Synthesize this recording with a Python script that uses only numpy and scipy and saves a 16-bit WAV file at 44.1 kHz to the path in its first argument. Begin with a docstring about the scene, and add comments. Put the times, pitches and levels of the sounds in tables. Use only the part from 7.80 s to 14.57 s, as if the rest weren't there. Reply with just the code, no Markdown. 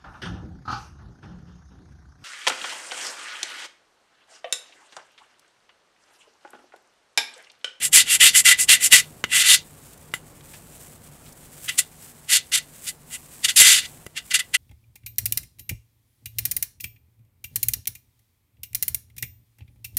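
"""In a quiet kitchen, citrus peel is drawn in quick strokes over a fine steel grater above a glass bowl, close by.
Random catches of peel on teeth ring modes of the perforated plate and teeth, under a pressure curve per stroke.
The grater gets a few knocks; ticks and a faint rustle of fingers and peel are filtered crackle and noise.
Below lie noise-band rumble, narrow hums and microphone hiss. The converter clips peaks at full scale."""
import sys
import numpy as np
from scipy import signal
from scipy.io import wavfile
from scipy.ndimage import uniform_filter1d

SR = 44100
rng = np.random.default_rng(int(sys.argv[2]) if len(sys.argv) > 2 else 0)


def master(y):
    """Save y as 16-bit WAV."""
    cut = np.clip(np.atleast_2d(y).T, -1, 1)
    pcm = np.round(cut * 32767)  # scale
    wavfile.write(sys.argv[1], SR, pcm.astype(np.int16))


N = 298537

# resonances of the perforated plate: mode_hz, width_hz, relative_level_db
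PLATE_MODES = [(1410, 220, -10.5), (1910, 250, -6), (1990, 127, 5.5), (2262, 110, -6.5), (2790, 210, 1.5),
               (3063, 460, 2), (3594, 150, -0.5), (4340, 720, -8), (4820, 190, -10.5), (6360, 1800, -11.5)]
# resonances of the teeth: mode_hz, width_hz, relative_level_db
TEETH_MODES = [(5980, 5200, -9.5), (7120, 380, 0.5), (7590, 110, 3.5), (8150, 1100, -2), (8660, 1200, -2.5),
               (10570, 610, -0.5), (11760, 1100, -12), (11800, 2800, -11.5), (14200, 2500, -11)]


def undb(db):
    """Decibels to gain."""
    return 10 ** (np.asarray(db) / 20)


def unit(x):
    """Scale to rms 1."""
    return x / np.sqrt(np.mean(x ** 2))


def ring(x, modes):
    """Sum of resonances; neighbours alternate in sign so that the valleys between them stay filled."""
    out = 0
    for k, (hz, width_hz, db) in enumerate(modes):
        b, a = signal.iirpeak(hz, hz / abs(width_hz), SR)
        out = out + (-1) ** k * undb(db) * signal.lfilter(b, a, x)
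    return out


def steep(x, hz, kind):
    """Fourth-order Butterworth low- or high-pass."""
    return signal.sosfilt(signal.butter(4, hz, kind, fs=SR, output="sos"), x)


def walk(rate_hz):
    """Random levels held 1 / rate_hz s and slewed twice; spread near 1."""
    k = int(SR / rate_hz)
    steps = np.repeat(rng.standard_normal(N // k + 1), k)
    return 0.77 * uniform_filter1d(uniform_filter1d(steps, k), k)[:N]


def clicks(per_s, spread_db):
    """Random clicks of either sign, most small, a few large; rms 1."""
    hit = rng.random(N) < per_s / SR
    return unit(hit * rng.standard_normal(N) * undb(spread_db * rng.exponential(size=N)))


def grater():
    """Teeth catch and let go of the peel; the grip judders; each catch rings plate and teeth."""
    split_hz = 3300  # lower from upper plate modes
    lower_gain, upper_gain, teeth_gain = pressure()
    judder_db = 1.1 * walk(120) + 0.6 * walk(40)
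    catches = clicks(per_s=20000, spread_db=1.0) * undb(judder_db)
    lower_modes = [m for m in PLATE_MODES if m[0] < split_hz]
    upper_modes = [m for m in PLATE_MODES if m[0] >= split_hz]
    out = 0
    for modes, gain in ((lower_modes, lower_gain), (upper_modes, upper_gain), (TEETH_MODES, teeth_gain)):
        part, power = 0, 0
        for mode in modes:
            # teeth sit all over the mode shape and push it either way;
            # the contact point slides, so each mode is fed unevenly
            fed = catches * rng.choice([-1., 1.], N) * undb(2.3 * walk(30))
            part = part + ring(fed * gain, [mode])
            power = power + np.var(ring(fed, [mode]))
        out = out + part / np.sqrt(power)
    # the frame passes a little of the push on as a dull rumble
    rumble = unit(ring(catches, [(550, 290, 0), (900, 960, -4.5)])) * lower_gain * undb(-31.5)
    # little of the plate's sound reaches below about 1 kHz
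    out = steep(steep(out, 1316, "high"), 780, "high")
    # the ring falls away above about 12 kHz
    return steep(out, 12600, "low") + rumble


def pressure():
    """Gains of lower modes, upper modes and teeth: each stroke has attack, hold, release and weak after-drag."""
    # cutting strokes: bite_s, hold_s, attack_s, lower_modes_db, change_over_hold_db, upper_above_lower_db,
    # teeth_above_lower_db, upper_rise_over_hold_db, teeth_rise_over_hold_db
    pushes = [(0.134, 0.083, 0.0045, -17, -5.5, -3.0, 4.5, 10, -3),
              (0.409, 0.083, 0.0055, -13.5, -6, -6, 1, 15.5, 2.5),
              (0.655, 0.07, 0.0051, -16, 1.5, -6.5, -0.5, 2, -3.5),
              (0.891, 0.062, 0.0044, -13, -6, -5.5, -1, 1.5, 2),
              (1.125, 0.078, 0.0056, -10, -15, -4.5, 1, 5.5, 1.3),
              (1.528, 0.095, 0.012, -20.5, -1, -6.5, -1, 13, 7),
              (1.637, 0.11, 0.0046, -20.5, 1, -1.0, -0.5, 10, 11.5),
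              (3.881, 0.015, 0.0024, -28.5, 5.5, -13, -8.5, 9, 11),
              (3.982, 0.016, 0.0033, -24, -3.5, -2.5, 8.5, 3, 3),
              (4.493, 0.076, 0.0052, -27.5, 7, -3, 2, 7, 3.5),
              (4.718, 0.04, 0.0012, -33, 13, -1.5, -0.5, 3, 7),
              (4.775, 0.016, 0.005, -24.5, -11, -1.5, 1, 3, -2.5),
              (5.648, 0.016, 0.0057, -20, -11, 0.5, 1.5, -3.5, 1.3),
              (5.687, 0.027, 0.005, -22, -12.5, -0.5, -2, 0, 3),
              (5.761, 0.029, 0.0012, -22, 2, 2, 6, 7, -1),
              (5.789, 0.034, 0.0063, -22.5, 7.5, -6, 6.5, -4, -1.5),
              (5.844, 0.15, 0.023, -16, -9, 0, 1, 3, -4.7),
              (6.047, 0.019, 0.047, -34, -12.5, -3.0, -11, 8, 0.1),
              (6.37, 0.024, 0.0058, -26.5, -11, -7, -9, 4, 0.1),
              (6.511, 0.015, 0.0029, -23.5, -6.5, -5.0, -10.5, -1, -5),
              (6.544, 0.029, 0.0036, -12.5, -18, -3.5, -2, 6, 0.1),
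              (6.593, 0.018, 0.003, -21.5, -12, -8, -5, 3, -5),
              (6.741, 0.014, 0.0029, -19, 0.5, -14.5, -5.5, 0, 3)]
    # lighter return strokes: same columns
    pulls = [(0.022, 0.058, 0.011, -28, -13, -18, 7.1, 2.3, 12.5),
             (0.287, 0.076, 0.018, -24.5, 1.5, -11.5, 0.5, 3.1, 5),
             (0.552, 0.058, 0.0093, -18, -11, -9, 5.6, 2.5, 9.5),
             (0.789, 0.053, 0.0071, -26.0, -11.5, -10, 8, 2.3, 12),
             (1.009, 0.062, 0.0071, -31.5, 5.5, -10.5, 5.8, 2.1, 10.5),
             (5.073, 0.032, 0.011, -38, -5, -0.5, 5.7, 2.3, 3),
             (5.309, 0.049, 0.0066, -49.5, 12, -30, 1.9, 1.6, 4)]
    # rows lower modes, upper modes, teeth: release_s, after_drag_db, mid_hold_arch_db
    push_shape = [(0.01, -6.5, 3.5), (0.011, -5.5, 4.5), (0.009, -26, 5.5)]
    # return strokes: same rows and columns
    pull_shape = [(0.0075, -25.5, 3.1), (0.0075, -26.5, 6), (0.0072, -24.5, 8.3)]
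    drag_s, margin_s = 0.021, 0.15
    t, power = np.arange(N) / SR, np.zeros((3, N))
    for rows, shape in ((pushes, push_shape), (pulls, pull_shape)):
        for bite_s, hold_s, attack_s, db, change_db, upper_db, teeth_db, upper_rise_db, teeth_rise_db in rows:
            near = slice(max(int((bite_s - margin_s) * SR), 0), int((bite_s + hold_s + margin_s) * SR))
            since_s = t[near] - bite_s
            along = np.clip(since_s / hold_s, 0, 1)
            after_s = np.maximum(since_s - hold_s, 0)
            attack = np.exp(np.minimum(since_s, 0) / attack_s)
            layers = ((0, 0), (upper_db, upper_rise_db), (teeth_db, teeth_rise_db))
            for k, (above_db, rise_db) in enumerate(layers):
                release_s, drag_db, arch_db = shape[k]
                held_db = db + above_db + change_db * along + rise_db * (along - 0.5)
                held_db = held_db + arch_db * np.sin(np.pi * along)
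                drag = undb(drag_db) * np.exp(-after_s / drag_s)
                lift = np.maximum(np.exp(-after_s / release_s), drag)
                power[k, near] += (undb(held_db) * attack * lift) ** 2
    return np.sqrt(power)


def knocks():
    """A blow that chatters for ms at most, rings plate and teeth, thuds in the frame and leaves a short rattle."""
    # knocks on the grater: start_s, plate_peak_db, thud_above_plate_db, teeth_above_plate_db, chatter_s, rattle_db
    blows = [(1.4404, -5.5, -16, -21, 0.0054, -17), (2.3386, -10.5, -18.5, -8.5, 0.0008, -9.5),
             (6.265, -26.5, -1.5, -1, 0.0033, -25)]
    # dull modes of frame and handle: mode_hz, width_hz, relative_level_db
    frame_modes = [(99, 120, 12.5), (229, 80, 3.5), (350, 150, 0), (570, 170, 9), (760, 160, -15)]
    out, t = np.zeros(N), np.arange(int(0.12 * SR)) / SR
    for start_s, db, thud_db, teeth_db, chatter_s, rattle_db in blows:
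        noise = rng.standard_normal(len(t))
        edge = -4 * np.exp(-t / 0.0001)
        chatter = noise * (t < chatter_s) * (rng.random(len(t)) < 0.3)
        rattle = undb(rattle_db) * noise * np.exp(-t / 0.016)
        blow = edge + chatter + rattle
        plate = ring(blow, PLATE_MODES) + undb(-5) * ring(blow, [(1800, 840, 0)]) + undb(-25.0) * edge
        teeth = ring(blow, TEETH_MODES)
        thud = ring(-edge, frame_modes)
        hit = plate / np.abs(plate).max()
        hit = hit + undb(teeth_db) * teeth / np.abs(teeth).max()
        hit = hit + undb(thud_db) * thud / np.abs(thud).max()
        i = int(start_s * SR)
        out[i:i + len(t)] += undb(db) * hit
    return out


def ticks():
    """Faint ticks and brushes as the fruit is turned in the hand: short noise bursts, each around its own pitch."""
    # start_s, peak_db, centre_hz, decay_s
    tick_rows = [(2.131, -40.5, 7730, 0.0026), (2.175, -40.5, 9300, 0.0029), (2.314, -44, 4000, 0.0029),
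                 (2.607, -41.5, 3000, 0.0021), (2.733, -35, 2300, 0.0088), (3.242, -46, 10060, .004),
                 (3.456, -42, 3300, 0.008), (3.522, -38.5, 8000, 0.004), (6.259, -43, 7000, .001)]
    out, t = np.zeros(N), np.arange(int(0.06 * SR)) / SR
    for start_s, db, hz, decay_s in tick_rows:
        shape = t / decay_s * np.exp(-t / decay_s)
        burst = ring(rng.standard_normal(len(t)) * shape, [(hz, 0.8 * hz, 0)])
        i = int(start_s * SR)
        out[i:i + len(t)] += undb(db) * burst / np.abs(burst).max()
    return out


def rustle():
    """Fingers and peel: fine crackle, mostly treble, that flickers."""
    # level curve of the treble: time_s, rms_db
    level_points = [(0, -59), (1.2, -51), (1.3, -51), (1.42, -57.5), (1.81, -54), (1.9, -52), (1.97, -54),
                    (2.04, -50.0), (2.3, -59.5), (2.46, -54), (2.62, -57.5), (2.65, -48.5), (2.76, -48.5),
                    (2.83, -53.5), (3.02, -47.5), (3.12, -49.5), (3.2, -56.5), (3.245, -49), (3.3, -55.5),
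                    (3.6, -52), (3.68, -55), (3.82, -43.5), (3.88, -39.5), (4.1, -55.5), (4.28, -47),
                    (4.33, -53.5), (4.68, -52.5), (4.9, -54.5), (5.0, -46.5), (5.03, -44), (5.06, -36.5),
                    (5.16, -55.5), (5.26, -57), (5.31, -45.5), (5.42, -50.5), (5.55, -52.0), (5.62, -47.5),
                    (6.09, -47.5), (6.25, -55), (6.3, -62), (6.5, -50.5), (6.77, -59.0)]
    treble_db = np.interp(np.arange(N) / SR, *np.transpose(level_points))
    low_db = -60 + 0.87 * (treble_db + 52)  # -60 dB where the treble is at -52 dB
    flicker_db = 3.1 * walk(60) + 1.3 * walk(20)
    grain = clicks(per_s=6000, spread_db=1.0) * undb(flicker_db)
    treble = ring(grain, [(7750, 1800, -4.0), (11000, 4400, -7.5), (13800, 3500, -8.5)])
    low = ring(grain, [(2450, 8200, 0), (4680, 8700, -2)])
    treble = undb(treble_db) * unit(steep(treble, 5500, "high"))
    return treble + undb(low_db) * unit(steep(low, 1300, "high"))


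def kitchen():
    """Third-octave bands of rumble that flicker alone, wavering hums, and the microphone's hiss."""
    # rumble spectrum: band_hz, relative_level_db_per_hz
    spectrum = [(25, -12.5), (60, -6.5), (130, -9), (200, -12), (400, -14), (1000, -19), (1300, -24),
                (3000, -38)]
    # narrow hums: centre_hz, width_hz, rms_before_swell_db
    hums = [(105, 8.2, -64), (150, 6.5, -56.5), (244, 6.7, -64.5)]
    # slow swell of rumble and hums: time_s, gain_db
    swell_points = [(0, 1.5), (1, 2), (1.998, 1), (3, 1), (3.998, -1.5), (5, -2.5), (6.2, 0), (6.3, -6.5),
                    (6.77, -3.5)]
    rumble_db, hiss_db = -52.5, -64  # rms; rumble before the swell
    out, (hzs, dbs) = 0, np.transpose(spectrum)
    for hz in 28 * 2 ** np.arange(0, 6.7, 1 / 3):
        density_db = np.interp(np.log(hz), np.log(hzs), dbs)
        band_db = density_db + 10 * np.log10(hz) + 2.5 * walk(4)
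        out = out + undb(band_db) * unit(ring(rng.standard_normal(N), [(hz, hz / 6, 0)]))
    out = unit(out) * undb(rumble_db)
    for hz, width_hz, db in hums:
        hum = unit(ring(rng.standard_normal(N), [(hz, width_hz, 0)]))
        out = out + undb(db + 0.52 * walk(5.2)) * hum
    swell_db = np.interp(np.arange(N) / SR, *np.transpose(swell_points))
    return out * undb(swell_db) + undb(hiss_db) * rng.standard_normal(N)


def scene():
    """Mix all layers; grater and knocks get a short tail from bowl and worktop."""
    near = grater() + knocks()
    t, decay_60db_s = np.arange(int(0.2 * SR)) / SR, 0.045
    tail = steep(rng.standard_normal(len(t)), 3800, "low") * np.exp(-np.log(1000) * t / decay_60db_s)
    wet = signal.fftconvolve(near, tail / np.linalg.norm(tail))[:N]
    return (near + undb(-18.5) * wet + rustle() + ticks() + kitchen())[None]


def record(dry):
    """The converter clips near full scale; a steep elliptic low-pass cuts the top."""
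    top_hz = 15700
    flat = np.clip(dry, -0.97, 0.97)
    return signal.sosfilt(signal.ellip(10, 0.2, 70, top_hz, fs=SR, output="sos"), flat)


dry = scene()
out = record(dry)
master(out)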